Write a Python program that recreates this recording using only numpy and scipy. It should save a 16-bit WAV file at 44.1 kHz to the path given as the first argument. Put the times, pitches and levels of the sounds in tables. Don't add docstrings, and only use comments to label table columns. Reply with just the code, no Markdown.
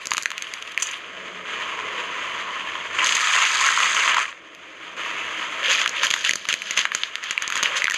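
import sys
import numpy as np
from scipy import signal
from scipy.fft import rfft, irfft, next_fast_len
from scipy.io import wavfile
from scipy.ndimage import uniform_filter1d, minimum_filter1d

SR = 44100
rng = np.random.default_rng(int(sys.argv[2]) if len(sys.argv) > 2 else 0)


def to_wav(sig):
    pcm = np.clip(np.atleast_2d(sig), -1, 1) * 32767
    pcm = np.round(pcm).astype(np.int16)
    wavfile.write(sys.argv[1], SR, pcm.T)


N = 351477
TIME = np.arange(N) / SR
TAPS = 2048
BINS = np.fft.rfftfreq(TAPS, 1 / SR)
BASS_HZ, SPLIT_HZ = 750, 3800
# start_s, end_s
TUBE_PASS, PRETZEL_PASS, TOY_PASS = (0, 1.477), (1.477, 4.967), (4.967, 8)
# start_s, length_s, crunch_db, splinter_db
COLLAPSES = [(0, 0.039, -42.5, -53), (0.1, 0.032, -37.5, -48.5), (0.161, .035, -34.5, -45),
             (0.357, 0.39, -41, -55.5), (0.78, 0.18, -37, -51), (2.925, 0.05, -28, -44.5),
             (2.973, 0.059, -18.5, -37), (3.035, 1.06, -27.5, -32.5), (3.335, .05, -21, -37),
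             (3.395, 0.056, -25, -38), (3.555, 0.072, -30, -33.5), (3.614, 0.052, -18.5, -32),
             (3.804, 0.045, -19.5, -37), (3.953, 0.066, -20, -42), (4.05, 0.068, -19.5, -43),
             (4.151, 0.068, -22, -38), (4.238, 0.061, -35, -49.5), (5.632, .07, -22.5, -36),
             (5.692, 0.044, -19.5, -26.5), (5.765, 0.058, -23, -33.5), (5.941, 0.1, -29.5, -43),
             (6.019, 0.026, -21, -28), (6.097, 0.13, -34, -40.5), (6.231, 0.047, -23.5, -32),
             (6.348, 0.13, -41.5, -48.5), (6.482, 0.027, -23, -33.5), (6.55, 0.12, -42, -48),
             (6.648, 0.092, -33.5, -43), (6.753, 0.055, -24.5, -33.5), (6.915, 0.15, -37.5, -46),
             (7.218, 0.11, -34.5, -46.5), (7.41, 0.035, -31.5, -46), (7.514, 0.077, -34, -43),
             (7.628, 0.033, -25.5, -37.5), (7.753, 0.015, -26, -28), (7.926, .05, -28.5, -39)]
# frequency_hz, level_db
SNAP_TONE = [(1500, -22.5), (3000, -10.5), (4200, 4.5), (6500, -1), (8500, -11.5), (11000, -9.5),
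             (15500, -27)]


def cracks(skirt=0.09, snap_tear=0.26, body_tear=0.4, air_hz=10500):
    # start_s, body_db, pitch_hz, width_octaves, snap_db
    fractures = [(.0565, -34, 2450, 0.43, -35), (.0706, -32, 1800, 2.7, -28),
                 (0.1078, -41, 1000, 0.43, -30.5), (0.1173, -14.5, 1520, 1.4, -31),
                 (.1287, -35, 1100, 1.1, -48), (0.1355, -28, 2250, 3.1, -27), (.1476, -25, 1100, 1.4, -48),
                 (.1688, -25, 2550, 0.27, -30), (0.1803, -18.5, 1500, 1.2, -27),
                 (0.2247, -38, 1900, .87, -34), (0.233, -34, 1720, .3, -34),
                 (0.2578, -12.5, 1880, 0.62, -28.5), (.3044, -28.5, 2030, .65, -39),
                 (0.3166, -26, 1300, 1.9, -40.5), (.3798, -26.5, 2500, 0.6, -37),
                 (0.4226, -27.5, 2250, 0.69, -33.5), (0.5377, -29, 2230, 0.36, -32.5),
                 (.6243, -33, 3000, 0.27, -42), (.7206, -44, 2300, .8, -46),
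                 (.7765, -14.5, 2170, 0.34, -34.5), (3.044, -31, 2000, 1.2, -26.5),
                 (3.0615, -20, 2750, 0.68, -28), (3.0696, -19, 2230, .65, -28),
                 (3.0923, -18, 3000, 0.81, -29), (3.1235, -18, 2440, .54, -27.5),
                 (3.153, -24, 2400, .8, -26), (3.1675, -20, 2300, 0.68, -31), (3.2073, -19, 1800, .65, -33),
                 (3.2719, -20, 2200, 1.1, -40), (3.3367, -16, 2130, .8, -42), (3.4186, -18, 2180, 0.8, -32),
                 (3.452, -22, 2240, 0.69, -30), (3.6882, -12, 1500, 0.29, -49),
                 (3.726, -23, 1550, 0.87, -43), (3.7749, -14.5, 1300, 0.4, -41),
                 (3.8033, -17.5, 1420, 1.1, -33), (3.9673, -18.5, 1370, 1.1, -40),
                 (4.0382, -21, 1380, .9, -42), (4.078, -14.5, 1350, 1.4, -42),
                 (4.1451, -16.5, 1300, 1.2, -33), (4.1674, -16.5, 1000, 0.56, -32),
                 (4.1826, -15, 1100, 0.58, -41), (4.255, -24.5, 1960, .44, -61),
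                 (4.3273, -34, 1250, 1.15, -70), (4.549, -44, 2800, 1.3, -50),
                 (5.631, -28, 2100, 0.79, -48), (5.7497, -18, 2480, 0.08, -35),
                 (5.8602, -13.5, 1700, 0.73, -35), (5.8769, -22.5, 2960, 0.55, -30.5),
                 (5.8934, -42, 2000, 1, -30.5), (6.033, -16.5, 1400, 1.6, -34),
                 (6.049, -20, 1680, 0.65, -28), (6.068, -21, 2980, .2, -33), (6.1042, -20, 2750, 0.57, -29),
                 (6.1106, -17.5, 2430, 1.05, -27), (6.1387, -11.5, 2080, 0.97, -26),
                 (6.1629, -24, 1300, 1.1, -43), (6.2488, -18, 2900, 0.66, -32),
                 (6.2932, -12.5, 2020, 0.23, -26), (6.3096, -18, 2670, .42, -26),
                 (6.335, -22, 2080, 0.5, -28), (6.356, -27.5, 1500, 0.63, -27),
                 (6.4535, -27.5, 1330, 1.8, -46), (6.488, -18.5, 1860, 0.64, -27),
                 (6.5274, -19, 2780, 0.32, -29), (6.54, -18, 2220, .46, -26.5),
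                 (6.6195, -24.5, 2230, 0.44, -39), (6.709, -21.5, 2300, 0.31, -29),
                 (6.7747, -12.5, 2130, 0.82, -25.5), (6.7909, -17, 2920, .6, -26.5),
                 (6.8536, -10.5, 1720, .71, -34), (6.9187, -20, 1730, 0.71, -46),
                 (6.949, -19, 1800, .7, -25), (7.0347, -16, 3350, 1.2, -45),
                 (7.1556, -21.5, 3040, 1.2, -38), (7.2388, -28, 1950, 0.34, -36),
                 (7.3089, -20.5, 1950, 0.65, -29), (7.3778, -15, 2370, 0.25, -38),
                 (7.4221, -21.5, 1850, .47, -31), (7.4781, -28, 2800, 0.61, -30),
                 (7.502, -23.5, 1350, 1.3, -36), (7.5233, -21.5, 1820, 0.61, -36),
                 (7.5557, -22, 2050, 2.4, -31), (7.5673, -21, 1890, .51, -35),
                 (7.5754, -25, 2100, 0.52, -31), (7.6286, -18.5, 1200, 1.4, -26.5),
                 (7.6335, -19.5, 3150, 0.91, -25), (7.658, -15, 2240, 0.48, -49),
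                 (7.8204, -17.5, 1950, 0.33, -41), (7.8424, -15.5, 2200, 0.3, -25.5),
                 (7.8552, -18, 2070, .22, -53), (7.8704, -21.5, 2400, 1.1, -46),
                 (7.881, -15, 1600, 0.45, -46), (7.8987, -22.5, 1780, 0.81, -32),
                 (7.9093, -20, 1880, 0.11, -33), (7.9203, -22, 1720, 0.33, -34),
                 (7.9423, -22.5, 1650, 0.74, -29)]
    # frequency_hz, level_db
    thud_tone = [(30, -18), (110, -1.5), (300, 2), (600, 4.5), (1000, -28), (2000, -61)]
    # thud_db, air_db, lone_tear_s, collapse_tear_s
    tube, pretzel, toy = (-41, -1, .0018, .002), (-48, -5, .0025, .004), (-39, -1.5, .0019, .0038)
    out, t = np.zeros(N), np.arange(TAPS) / SR
    first_break = 1. * (t == 0)
    window_gain = np.sqrt(.005 * SR / TAPS)
    body_band = above(880, order=6) * below(SPLIT_HZ, order=5)
    thud = unit(colour(first_break, tone(thud_tone)))
    for start, body_db, hz, octaves, snap_db in fractures:
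        material = tube if start < TUBE_PASS[1] else pretzel if start < PRETZEL_PASS[1] else toy
        thud_db, air_db, lone_tear_s, collapse_tear_s = material
        in_collapse = any(0 <= start - onset <= length for onset, length, _, _ in COLLAPSES)
        tear_s = collapse_tear_s if in_collapse else lone_tear_s
        sparse_noise = rng.standard_normal(TAPS) * (rng.random(TAPS) < .25)
        tear = snap_tear * sparse_noise * np.exp(-(t / tear_s) ** 2)
        piece = (np.exp(-(np.log2((BINS + 1) / hz) / octaves) ** 2) + skirt) * body_band
        sharpness_db = snap_db + 28
        edge = tone(SNAP_TONE) * amp((air_db - .5 * sharpness_db) * above(air_hz))
        sound = amp(body_db) * unit(colour(first_break + body_tear * tear, piece))
        sound += amp(snap_db) * unit(colour(first_break + tear, edge))
        sound += amp(thud_db + 1.5 * sharpness_db) * thud
        add(out, start, window_gain * sound)
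    return out


def crushed_objects():
    # frequency_hz, level_db
    tube_tone = [(200, -25), (400, -9), (750, -10), (1100, -7.5), (1600, -3.5), (2300, 0), (3200, -3),
                 (4000, -9.5), (6500, -24), (8500, -27), (11000, -27), (15500, -50)]
    pretzel_tone = [(200, -27), (400, 5.5), (750, -5.5), (1100, 1.5), (1600, 1), (2300, 4.5), (3200, -3.5),
                    (4000, -17), (6500, -24.5), (8500, -28.5), (11000, -41), (15500, -50)]
    toy_tone = [(200, -50), (400, 1), (750, -6.5), (1100, -10), (1600, 0.5), (2300, 1.5), (3200, 2),
                (4000, -6), (6500, -16), (8500, -27), (11000, -24), (15500, -56)]
    tube = crush(TUBE_PASS, tube_tone, grains(per_s=590, spread_db=3, decay_s=.0004, wash=1),
                 crunch_db=2, splinter_db=3.5, clump_db=2.5, chip_db=-16)
    pretzels = crush(PRETZEL_PASS, pretzel_tone,
                     grains(per_s=1100, spread_db=3, decay_s=.00061, wash=.49),
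                     crunch_db=-.9, splinter_db=1, clump_db=1.2, chip_db=-10)
    toy = crush(TOY_PASS, toy_tone, grains(per_s=1800, spread_db=3, decay_s=.00024, wash=.62),
                crunch_db=1, splinter_db=.5, clump_db=1.15, chip_db=-14.5)
    return tube + pretzels + toy


def crush(span, material, breaks, crunch_db, splinter_db, clump_db, chip_db):
    crunch, splinters = collapse_envelopes(span)
    pieces = unit(breaks) + amp(chip_db) * chips(per_s=150, spread_db=3, cycles=3.8)
    body = steady(colour(pieces, tone(material) * above(BASS_HZ, order=4) * below(SPLIT_HZ)))
    treble = steady(colour(breaks, tone(material) * above(SPLIT_HZ)))
    clumps = unit(amp(clump_db * drift(size=350)))
    return clumps * (amp(crunch_db) * crunch * body + amp(splinter_db) * splinters * treble)


def collapse_envelopes(span, attack_s=0.018, release_db_per_s=337):
    power = np.zeros((2, N))
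    for start, length, crunch_db, splinter_db in COLLAPSES:
        t = np.arange(0, length + .25, 1 / SR)
        shape = np.minimum(t / attack_s, 1) * amp(-release_db_per_s * np.maximum(t - length, 0))
        add(power[0], start, (amp(crunch_db) * shape) ** 2)
        add(power[1], start, (amp(splinter_db) * shape) ** 2)
    return np.sqrt(power) * during(span)


def grains(per_s, spread_db, decay_s, wash, count=32):
    size = amp(spread_db * np.minimum(rng.exponential(1, N), 4)) * (rng.random(N) < per_s / SR)
    kind, t = rng.integers(0, count, N), np.arange(256) / SR
    bursts = rng.standard_normal((count, len(t))) * np.exp(-t / decay_s)
    pitch = np.geomspace(1000, 12000, count)[:, None]
    rings = np.sqrt(pitch / 3000) * np.sin(2 * np.pi * pitch * t) * np.exp(-pitch * t / 1.8)
    onsets = np.flatnonzero(size)
    sounds = size[onsets, None] * (bursts + rings)[kind[onsets]]
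    positions = onsets[:, None] + np.arange(len(t))
    breaks = np.bincount(positions.ravel(), sounds.ravel(), N)[:N]
    return unit(breaks) + wash * rng.standard_normal(N)


def chips(per_s, spread_db, cycles, low_hz=1250, high_hz=3400, count=24):
    size = amp(spread_db * np.minimum(rng.exponential(1, N), 3)) * (rng.random(N) < per_s / SR)
    kind, pitches = rng.integers(0, count, N), np.geomspace(low_hz, high_hz, count)
    out, t = np.zeros(N), np.arange(512) / SR
    for onset in np.flatnonzero(size):
        turns = pitches[kind[onset]] * t
        add(out, onset / SR, size[onset] * np.sin(2 * np.pi * turns) * np.exp(-turns / cycles))
    return unit(out)


def tube_clatter(gain_db=-7, clack_db=-2, clack_s=0.0031, buzz=0.88, wet_db=-10):
    # start_s, level_db
    knocks = [(.7995, -24), (.8095, -27), (0.8227, -15), (.8247, -11.5), (0.8268, -16), (.8291, -20),
              (0.8636, -29), (.8695, -22), (.9125, -26.5)]
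    # pitch_hz, level_db, t60_s
    tube_modes = [(1250, -6, 0.017), (2540, 2, 0.017), (3240, -1.5, 0.017), (4730, -10, .04),
                  (6120, 0, 0.015), (7030, -5.5, 0.027), (7340, -15, 0.018), (8300, -13, 0.035),
                  (9260, -13, 0.032), (11160, -32, .05)]
    out, t = np.zeros(N), np.arange(SR // 5) / SR
    count = len(tube_modes)
    for start, db in knocks:
        weights = rng.uniform(0.28, 1.16, count) * rng.choice([-1, 1], count)
        smear = np.cumsum(rng.standard_normal((count, len(t))), 1) * buzz * np.sqrt(1000 / SR)
        ringing = sum(weight * amp(mode_db - 60 * t / t60) * np.sin(2 * np.pi * hz * t + phase)
                      for weight, phase, (hz, mode_db, t60) in zip(weights, smear, tube_modes))
        burst = rng.standard_normal(len(t)) * np.exp(-t / clack_s)
        clack = colour(burst, above(900) * below(7200, order=3))
        add(out, start, amp(db + gain_db) * (ringing + amp(clack_db) * clack))
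    return colour(out + amp(wet_db) * yard(out, t60=.11), above(140, order=2))


def rolling_car(under_car=0.43, flutter_db=1.2):
    # frequency_hz, level_db
    roll_tone = [(30, -33), (90, -25), (200, -16), (400, -9), (750, -5.5), (1100, -2.5), (1600, 0.5),
                 (2300, 1.5), (3200, -3.5), (4000, -15), (6500, -26), (8500, -33.5), (11000, -38.5),
                 (15500, -49)]
    grit_db, rumble_db = rolling_levels()
    crackle = grains(per_s=1800, spread_db=2.5, decay_s=0.00065, wash=1)
    grit = colour(crackle, tone(roll_tone) * above(BASS_HZ))
    grit = steady(grit + under_car * yard(grit, t60=0.23), size=3000)
    grit *= amp(flutter_db * drift(size=900))
    rumble = unit(colour(rng.standard_normal(N), tone(roll_tone) * below(BASS_HZ)))
    return amp(grit_db + .14) * grit + amp(rumble_db - 1) * rumble


def rolling_levels():
    # time_s, grit_db, rumble_db
    tube_roll = [(0, -40.5, -51), (.25, -48, -53.5), (.34, -39, -51), (.98, -41, -48), (1.23, -36, -43),
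                 (1.477, -36.5, -44.5)]
    pretzel_roll = [(1.477, -30.5, -41.5), (1.9, -30.5, -41), (2.9, -32, -43.5), (3.02, -28.5, -39),
                    (3.25, -22.5, -48), (4.19, -25.5, -42), (4.29, -44.5, -50.5), (4.48, -45.5, -52.5),
                    (4.967, -37, -46.5)]
    toy_roll = [(4.967, -30, -43), (5.7, -29.5, -42), (6.04, -33, -46), (6.38, -50, -49.5),
                (6.7, -40.5, -50), (7.36, -37, -52.5), (7.68, -27, -43), (7.8, -26.5, -49),
                (7.88, -38.5, -58)]
    levels = np.zeros((2, N))
    for span, rows in (TUBE_PASS, tube_roll), (PRETZEL_PASS, pretzel_roll), (TOY_PASS, toy_roll):
        times, *curves = np.transpose(rows)
        levels += during(span) * np.array([np.interp(TIME, times, db) for db in curves])
    return levels


def drones():
    # start_s, end_s, pitch_hz, width_hz, level_db
    swells = [(1.0, 1.5, 186, 17, -56.5), (1.3, 2.0, 427, 13, -49), (1.82, 2.07, 478, 84, -44),
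              (1.399, 3.02, 1063, 310, -38.5), (2.399, 3.107, 90.5, 9.6, -68.5),
              (4.3, 5.01, 321, 55.5, -58), (4.97, 5.66, 320, 40, -53.5), (4.992, 5.5, 2637, 82, -41),
              (5.61, 5.73, 544, 100, -37), (5.98, 6.09, 573, 120, -41), (6.25, 7.1, 206, 14, -61),
              (7.58, 7.85, 550, 130, -43.5)]
    out = np.zeros(N)
    for start, end, hz, width_hz, db in swells:
        count = next_fast_len(max(round((end - start) * SR), 256))
        hiss = rng.standard_normal(3 * SR)[:count]
        detune = (np.fft.rfftfreq(count, 1 / SR) - hz) / (width_hz / 2)
        groan = irfft(rfft(hiss) / (1 + detune ** 2), count)
        add(out, start, amp(db) * unit(groan) * signal.windows.tukey(count, .4))
    return out


def stones():
    grit_db, _ = rolling_levels()
    offset_db = -38 * (during(TUBE_PASS) + during(PRETZEL_PASS)) - 29.5 * during(TOY_PASS)
    ticks = grains(per_s=500, spread_db=2.5, decay_s=.0004, wash=.6)
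    return amp(grit_db + offset_db) * unit(colour(ticks, tone(SNAP_TONE) * above(6500, order=2)))


def engine_hum(waver=0.0203, follow=0.71):
    # pitch_hz, level_db
    partials = [(89, -70.5), (179, -68)]
    _, rumble_db = rolling_levels()
    clock = np.cumsum(1 + waver * drift(size=3000)) / SR
    hum = sum(amp(db) * (1 + .5 * drift(size=2500)) * np.sqrt(2) * np.sin(2 * np.pi * hz * clock)
              for hz, db in partials)
    return hum * unit(amp(follow * rumble_db))


def yard(x, t60, delay_s=.003):
    t = np.arange(SR // 2) / SR
    reflections = rng.choice([-1., 1.], len(t)) * (rng.random(len(t)) < .1)
    tail = reflections * amp(-60 * t / t60) * (t > delay_s)
    return signal.oaconvolve(x, tail / np.linalg.norm(tail))[:N]


def amp(db):
    return 10 ** (np.asarray(db) / 20)


def unit(x):
    return x / np.sqrt(np.mean(x ** 2) + 1e-20)


def tone(points):
    hz, db = np.transpose(points)
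    return amp(np.interp(np.log(BINS + 1), np.log(hz), db))


def above(hz, order=8):
    return 1 / np.sqrt(1 + (hz / (BINS + 1)) ** (2 * order))


def below(hz, order=8):
    return 1 / np.sqrt(1 + (BINS / hz) ** (2 * order))


def colour(x, gain):
    log_gain = np.log(np.maximum(gain / gain.max(), 1e-5))
    mirrored = np.r_[log_gain, log_gain[-2:0:-1]]
    impulse = gain.max() * np.fft.ifft(np.exp(np.conj(signal.hilbert(mirrored)))).real
    return signal.oaconvolve(x, impulse)[:len(x)]


def steady(x, size=1100):
    power = uniform_filter1d(uniform_filter1d(x ** 2, size), size)
    return x / np.sqrt(np.abs(power) + 1e-12)


def drift(size):
    return unit(uniform_filter1d(uniform_filter1d(rng.standard_normal(N), size), size))


def during(span):
    return (TIME >= span[0]) * (TIME < span[1])


def add(mix, start_s, sound):
    part = mix[max(round(start_s * SR), 0):][:len(sound)]
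    part += sound[:len(part)]


def scene():
    swarms = crushed_objects()
    snaps = cracks() + tube_clatter()
    echoes = amp(-14) * yard(swarms, t60=0.2) + amp(-14.5) * yard(snaps, t60=0.24)
    bed = rolling_car() + engine_hum() + stones() + drones()
    return (swarms + snaps + echoes + bed)[None]


def record(dry, ceiling=.7, hold_samples=21, cutoff_hz=16300):
    # centre_hz, width_hz, gain_db
    mic_bands = [(654, 29, 4), (800, 151, -8.5), (996, 193, 2.5), (1500.0, 62, -4), (3164, 505, 3),
                 (5583, 440, -12), (6414, 1270, 13.5), (10070, 250, 4), (10820, 290, -6), (11410, 176, 9),
                 (12100, 640, -12), (12780, 260, -9), (13600, 300, -1), (15900, 500, -10)]
    mic_db = sum(db * np.exp(-((BINS - hz) / width) ** 2) for hz, width, db in mic_bands)
    heard = colour(dry[0], amp(mic_db))
    allowed_gain = 1 / (1 + (heard / ceiling) ** 8) ** (1 / 8)
    limited = heard * uniform_filter1d(minimum_filter1d(allowed_gain, hold_samples), hold_samples)
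    high_cut = signal.firwin(511, cutoff_hz, window=("kaiser", 9), fs=SR)
    return signal.oaconvolve(limited, high_cut, "same")[None]


dry = scene()
out = record(dry)
to_wav(out)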